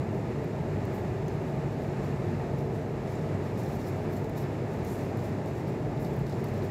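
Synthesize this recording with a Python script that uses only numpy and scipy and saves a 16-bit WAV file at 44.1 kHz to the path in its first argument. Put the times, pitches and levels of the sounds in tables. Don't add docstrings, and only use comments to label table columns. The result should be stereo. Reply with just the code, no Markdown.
import sys
import numpy as np
from scipy import signal
from scipy.fft import rfft, irfft, next_fast_len
from scipy.io import wavfile
from scipy.ndimage import uniform_filter1d

SR = 44100
rng = np.random.default_rng(int(sys.argv[2]) if len(sys.argv) > 2 else 0)


def generate_wav(signal):
    frames = np.transpose(np.atleast_2d(signal))
    scaled = np.clip(frames, -1, 1) * 32767
    pcm = np.round(scaled).astype(np.int16)
    wavfile.write(sys.argv[1], SR, pcm)


def voltage_ratio(decibels):
    exponent = np.asarray(decibels, float) / 20
    return 10 ** exponent


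N = 295847


def evened(x):
    return x / np.sqrt(np.mean(x ** 2) + 1e-20)


def read_curve(points, hz):
    point_hz, value = np.transpose(points)
    return np.interp(np.log(hz + 1), np.log(point_hz + 1), value)


def drift(top_hz):
    hz = np.geomspace(top_hz / 20, top_hz, num=16)
    phase = rng.random(16)
    t = np.arange(0, N + 512, 256) / SR
    sines = np.sin(2 * np.pi * (hz * t[:, None] + phase))
    slow = (sines / np.sqrt(hz)).sum(1)
    return np.interp(np.arange(N) / SR, t, evened(slow))


def diffuse(hz):
    # frequency_hz, likeness (-1 to 1)
    port_likeness = [(45, 0.88), (110, 1), (255, 0.81), (370, 0.88), (530, 0.33), (630, 0.46), (800, 0.063),
                     (1150, -0.3), (1450, -0.66), (1800, -0.0026), (2400, 0.51), (3100, -0.41),
                     (3600, -0.0046), (5800, -0.0077), (6500, 0.99)]
    return read_curve(port_likeness, hz)


def coloured(x, db_at, same_at):
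    # frequency_hz, left_minus_right_db
    port_balance = [(60, -2), (99, 2), (160, -3), (270, 2), (450, -3), (740, -2), (1220, -1.5),
                    (2010, -4.5), (3330, -2.5), (5500, -1), (9080, 3.5), (15000, 0.5)]
    size = next_fast_len(N)
    hz = np.fft.rfftfreq(size, 1 / SR)
    a, b = rfft(x, size)
    angle = np.arccos(np.clip(same_at(hz), -1, 1)) / 2
    shared, opposed = np.cos(angle) * a, np.sin(angle) * b
    half_db = read_curve(port_balance, hz) / 2
    pair = [voltage_ratio(half_db) * (shared + opposed), voltage_ratio(-half_db) * (shared - opposed)]
    return evened(irfft(voltage_ratio(db_at(hz)) * pair, size)[:, :N])


def rumble():
    # frequency_hz, level_db (per Hz)
    turbulence = [(15, -56), (25, -47), (37, -13.5), (65, -9), (86, -2), (136, -0.5), (252, -8.5),
                  (310, -9.5), (375, -7.5), (460, -8), (506, -11.5), (622, -11), (789, -13.5), (867, -15),
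                  (1100, -31.5), (1430, -45), (2420, -120)]
    # frequency_hz, width_hz, lift_db
    modes = [(82.5, 8, -3.5), (90.2, 7, -11), (117.4, 12.5, 1.5), (154, 26, 2), (200, 14, 2),
             (231.4, 29, 3), (266.5, 5.7, 0), (281.6, 9.8, 5), (294, 9.2, -5.5), (305, 8.7, 5),
             (349, 14.6, 3.5), (386, 69, 3), (431, 58, 1), (630, 24, 3.5), (870, 19, 4.5), (178, 30, -0.5),
             (410, 6.6, -3)]

    def colour(hz):
        lift = sum(db / (1 + (2 * (hz - mode_hz) / width) ** 2) for mode_hz, width, db in modes)
        return read_curve(turbulence, hz) + lift - 60 * np.clip(hz / 1100 - 1, 0, 2)

    air = voltage_ratio(-31.5) * coloured(rng.standard_normal((2, N)), colour, diffuse)
    low_pass = signal.butter(2, 175, fs=SR, output="sos")
    low = signal.sosfiltfilt(low_pass, air)
    surge_db, surge_hz = 1, 2.84
    return air + low * (voltage_ratio(surge_db * drift(surge_hz)) - 1)


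def hum():
    # multiple of the shaft turn, level_db, waver_db, phase_smear_rad
    harmonics = [
        (1, -59, 0.5, 0.1),
        (2, -43.5, 0.28, 0.55),
        (3, -45, 3, 2.6),
    ]
    # time_s, second_multiple_hz, second_level_db, third_level_db
    motor_load = [(0.0, 96.3, -38, -21), (0.09, 96.4, -37, -56), (0.35, 97.8, -44, -32),
                  (0.54, 97.5, -55, -48), (0.61, 97.6, -35, -25), (1.08, 97.6, -41, -46),
                  (1.12, 97.6, -34, -66), (1.51, 97.6, -39.5, -31), (2.46, 97.3, -39.5, -31),
                  (3.02, 98.6, -48, -39), (3.36, 99.0, -30, -29), (3.49, 96.4, -41.5, -41.5),
                  (4.03, 96.2, -33.5, -42), (4.38, 99.0, -38, -35), (5.09, 97.5, -33.5, -40),
                  (6.16, 97.5, -50.5, -30), (6.53, 97.6, -31.5, -38), (6.7, 97.7, -35, -41)]
    shaft_hz, load_share = 48.56, 1
    time_s, second_hz, second_db, third_db = np.transpose(motor_load)
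    t = np.arange(N) / SR
    speed_hz = shaft_hz + 0.37 * (np.interp(t, time_s, second_hz) - second_hz.mean()) / 2
    turns = np.cumsum(speed_hz * (1 + 0.0051 * drift(2.492))) / SR
    loads_db = [0 * t]
    for db in (second_db, third_db):
        loads_db.append(load_share * np.interp(t, time_s, db - db.mean()))
    tone = 0
    for (multiple, db, waver_db, smear), load_db in zip(harmonics, loads_db):
        level = voltage_ratio(db + load_db + waver_db * drift(3.05))
        tone = tone + level * np.cos(2 * np.pi * multiple * turns + smear * drift(14.0))
    return np.sqrt(2) * tone * voltage_ratio([[.4], [-.4]])


def hiss():
    # frequency_hz, level_db (per Hz)
    vane_noise = [(530, -35), (900, -2.5), (1120, -6.5), (1230, -4.5), (1580, -9), (1700, -8.5),
                  (2310, -15), (2600, -17), (2800, -18), (2950, -19.5), (3160, -22.5), (4060, -24),
                  (5030, -27), (7370, -35.5), (9250, -39.5), (12500, -38.5), (14300, -64), (15600, -58)]

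    def colour(hz):
        return read_curve(vane_noise, hz) - 60 * np.clip(1 - hz / 900, 0, 1)

    return voltage_ratio(-44.5 + 0.68 * drift(8.0)) * coloured(rng.standard_normal((2, N)), colour, diffuse)


def stroke(t, start, length):
    rise, fall_db = 0.34, -18
    age = np.clip((t - start) / length, 0, 6)
    press = np.sin(np.pi / 2 * np.minimum(age / rise, 1)) ** 2
    return press * voltage_ratio(fall_db * np.maximum(age - rise, 0) / (1 - rise))


def gloves():
    # start_s, length_s, film_rustle_db, film_tightness (0 to 1), wet_squelch_db
    picks = [(0.115, 0.14, -74, .5, -70), (0.42, .05, -74, .5, -72), (0.91, 0.14, -58, 0.8, -70),
             (1.3, 0.1, -71, .5, -70), (1.45, 0.15, -76, .4, -67), (1.7, .08, -74, .3, -71),
             (1.78, .15, -71, .6, -67), (2.01, .13, -68, .5, -65), (2.22, .2, -78, .5, -77),
             (2.56, 0.11, -66, .6, -67), (2.71, 0.15, -70, .4, -68), (3.04, 0.26, -70, 0.1, -64),
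             (3.4, 0.2, -72, .5, -67)]
    rolls = [(3.56, 0.12, -59, .5, -60), (3.61, 0.16, -66, .6, -64), (3.66, 0.14, -66, .6, -68),
             (3.71, 0.087, -67, 0.64, -66), (3.735, .05, -71, .8, -72), (3.77, 0.15, -66, .5, -59),
             (4.16, .05, -68, .5, -65), (3.85, 0.089, -58, 0.71, -65), (3.94, .08, -71, .5, -68),
             (4.0, .12, -76, .7, -75), (4.08, 0.18, -58, 0.87, -70), (4.35, 0.09, -55, 0.71, -56),
             (4.4, 0.059, -61, 0.99, -66), (4.45, 0.22, -82, .6, -76), (4.66, 0.24, -69, .5, -70),
             (4.82, 0.21, -58, 0.3, -60), (4.93, 0.24, -69, 0.4, -66), (5.17, 0.076, -69, 0.41, -68),
             (5.22, 0.11, -62, .6, -63), (5.44, .12, -68, .5, -67), (5.55, .1, -65, .5, -66),
             (5.65, 0.11, -68, .6, -64), (5.76, 0.17, -84, .7, -88), (5.98, 0.14, -58, 0.77, -69),
             (6.05, 0.074, -73, 0.65, -72), (6.1, .11, -70, 0.6, -76), (6.19, .05, -68, 0.96, -76),
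             (6.25, 0.16, -66, .4, -62), (6.37, .08, -74, 0.67, -75), (6.44, .08, -66, 0.72, -65),
             (6.51, 0.14, -68, 1, -63), (6.625, 0.06, -59, 0.77, -62)]
    # start_s, peak_db
    film_slips = [(2.5994, -54), (3.0949, -57), (3.574, -45), (3.6694, -57), (3.6994, -59), (3.746, -45),
                  (3.8744, -49), (3.9544, -54), (4.0994, -56), (4.3735, -43), (4.4094, -50), (4.73, -53),
                  (4.8818, -52), (4.9394, -47), (4.96, -56), (5.0479, -52), (5.2444, -51), (5.5494, -56),
                  (5.59, -55), (5.6794, -55), (5.9943, -50), (6.0194, -51), (6.1294, -48), (6.3494, -61),
                  (6.48, -43), (6.6394, -52)]
    # start_s, length_s, level_db
    squeezes = [
        (0.93, .1, -66),
        (3.575, .07, -68),
        (3.865, .06, -66),
        (4.88, 0.14, -55.5),
        (5.24, .06, -66),
        (6.0, .08, -66),
    ]
    # frequency_hz, level_db (per Hz)
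    tight_colour = [(8000, -28), (10000, -13), (11500, 1), (13500, -2), (14500, 2), (15700, -2.5)]
    slack_colour = [(4500, -17), (6000, 4), (7500, 1.5), (8300, -1), (10000, 1.5), (12300, 1.5),
                    (14000, -3), (15700, -3.5)]
    wet_colour = [(2500, -15), (3700, 0.5), (4600, -1.5), (5500, 1.5), (7000, -14), (9000, -9.5)]
    palm_colour = [(6000, -12), (7300, -4), (9000, -6), (11000, -2), (12200, 0), (13300, -4), (14500, -12),
                   (15700, -16)]

    t = np.arange(0, N + 64, 32) / SR
    rest_film_db, rest_wet_db = -81.5, -68
    tight = voltage_ratio(rest_film_db) * np.ones(len(t))
    slack = voltage_ratio(rest_film_db) * np.ones(len(t))
    wet = voltage_ratio(rest_wet_db) * np.ones(len(t))
    for start, length, film_db, tightness, wet_db in picks + rolls:
        press = stroke(t, start, length)
        turn = np.pi / 2 * np.clip(tightness, 0, 1)
        tight = tight + voltage_ratio(film_db) * np.sin(turn) * press
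        slack = slack + voltage_ratio(film_db) * np.cos(turn) * press
        wet = wet + voltage_ratio(wet_db) * press
    slips, slip_s = 0, 0.028
    for start, db in film_slips:
        age = np.clip((t - start) / slip_s, 0, 30)
        slips = slips + voltage_ratio(db - 23) * np.tanh(age * 8) * np.exp(-age ** 2)
    palm = sum(voltage_ratio(db) * stroke(t, start, length) for start, length, db in squeezes)

    envelopes = (tight, slack, wet, slips, palm)
    tight, slack, wet, slips, palm = (np.interp(np.arange(N) / SR, t, v) for v in envelopes)
    clumps = voltage_ratio(3.2 * np.tanh(.7 * drift(400.0) + .2 * drift(60.0)))
    layers = (
        (tight * clumps + .8 * slips, tight_colour, .75),
        (1.23 * slack * clumps + 0.73 * slips, slack_colour, .7),
        (wet * voltage_ratio(0.89 * drift(100.0)), wet_colour, .3),
        (palm * voltage_ratio(1.5 * drift(300.0)), palm_colour, .8))
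    out = 0
    for level, colour, same in layers:
        crease_size_db = 4.4 * np.minimum(rng.exponential(1, N), 3.0)
        creases = rng.standard_normal((2, N)) * voltage_ratio(crease_size_db)
        out = out + level * coloured(creases, lambda hz: read_curve(colour, hz), lambda hz: same + 0 * hz)
    return out


def ticks():
    # start_s, peak_db, body_db (relative), body_pitch_hz, left_minus_right_db
    releases = [(0.4444, -48, -13, 3500, 1.5), (0.852, -46, -10, 4450, 7), (1.2815, -48.5, -3, 6230, 14),
                (2.5855, -51, -5, 4020, 1.5), (3.0744, -55, 2, 3770, 2.5), (3.5757, -52, -2, 6500, 2.5),
                (3.8711, -48, -3, 4690, -0.5), (4.1664, -53, -1, 7430, 0.5), (4.2438, -48, -5, 4060, 9),
                (4.2961, -42, -17, 4570, 11), (4.8484, -42, -9, 6550, 3), (4.851, -50, -6, 6800, 2),
                (4.677, -55, -8, 5000, 1), (5.218, -55, -8, 5000, 1), (5.552, -55, -4, 7200, 1),
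                (5.598, -55, -7, 6000, 1), (4.732, -54, -8, 5000, 2), (4.8817, -49, -10, 7000, 0.5),
                (4.982, -51, -12, 5000, 1), (5.0104, -52, -8, 7000, 1.5), (5.0478, -50, -10, 5000, 1),
                (5.088, -54, -8, 5070, 1), (5.212, -53, -10, 5000, 1), (5.9977, -52, -8, 5000, 0),
                (6.395, -54, -8, 5000, 0), (5.1726, -46, -13, 3850, 11), (5.1854, -52, -9, 3670, 1.0),
                (5.2924, -51, -6, 3700, 0.5), (5.459, -49, -10, 7550, -0.5), (6.0467, -47, -4, 4450, 0.5),
                (6.1639, -49, -13, 4860, 6), (6.1913, -48, -13, 3890, 10), (6.2677, -50, -2, 3720, 1.0),
                (6.297, -50, 0, 4830, 1.5), (6.442, -39, -16, 5480, 7), (6.4852, -49, -5, 4400, 1.0),
                (6.5385, -51, -9, 3680, -0.5), (6.5779, -50, -9, 5100, -2.0)]
    out = np.zeros((2, N + 2000))
    t = np.arange(1300) / SR
    bright = signal.butter(3, [10800, 17500], "band", fs=SR, output="sos")
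    noise = rng.standard_normal((len(releases), 2, len(t)))
    for (start, db, body_db, hz, pan_db), (film, body) in zip(releases, noise):
        snap = signal.sosfilt(bright, film * (np.exp(-t / 0.0024) + 0.22 * np.exp(-t / 0.0059)))
        rough = uniform_filter1d(body - uniform_filter1d(body, size=12), size=3)
        ring = 0.55 * np.sin(2 * np.pi * hz * t) + 1.34 * rough
        ring = ring * (np.exp(-t / 0.0019) + 0.28 * np.exp(-t / 0.011))
        tick = voltage_ratio(db) * (snap / abs(snap).max() + voltage_ratio(body_db) * ring)
        at = round(start * SR)
        out[:, at:at + len(t)] += tick * voltage_ratio([[pan_db / 2], [-pan_db / 2]])
    return out[:, :N]


def smacks():
    # start_s, peak_db, pitch_hz
    pockets = [(1.0794, -60, 3710), (1.2815, -51, 6100), (3.078, -52, 5300), (3.152, -54, 7200),
               (3.6644, -52, 4060), (4.1694, -50, 4320), (4.4394, -52, 4650), (5.9733, -51, 3700),
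               (6.0477, -45, 4440), (6.0674, -54, 4760), (6.2622, -48, 4430), (6.3094, -51, 4850),
               (6.324, -47, 4140), (6.3494, -56, 5540), (6.4418, -50, 4530), (6.6209, -47, 4130)]
    out = np.zeros(N + 2000)
    t = np.arange(900) / SR
    rough = uniform_filter1d(rng.standard_normal((len(pockets), len(t))), size=20)
    for (start, db, hz), wobble in zip(pockets, rough):
        cycles = np.sin(2 * np.pi * hz * t + 4.4 * wobble)
        at = round(start * SR)
        out[at:at + len(t)] += voltage_ratio(db) * cycles * np.tanh(t / 0.0014) * np.exp(-t / 0.006)
    return out[:N]


def scene():
    return rumble() + hum() + hiss() + gloves() + ticks() + smacks()


def top_cut(x):
    return signal.sosfilt(signal.butter(12, 15760, fs=SR, output="sos"), x)


def record(dry):
    # frequency_hz, gain_db
    microphone = [(22, -3), (31, -4), (38, -13), (45, 0), (6000, 0), (7250, 3.5), (7500, 6), (7750, 2),
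                  (8200, -0.5), (10500, -2.5), (12500, -1.5), (13100, 1), (13500, -2), (14500, -0.5),
                  (15000, -5)]
    size = next_fast_len(N + 4096)
    hz = np.fft.rfftfreq(size, 1 / SR)
    edge_db = -.2 * np.clip(hz - 15750, 0, 300)
    response = voltage_ratio(read_curve(microphone, hz) + edge_db)
    heard = irfft(rfft(dry, size) * response, size)[:, :N]
    return top_cut(heard)


dry = scene()
out = record(dry)
generate_wav(out)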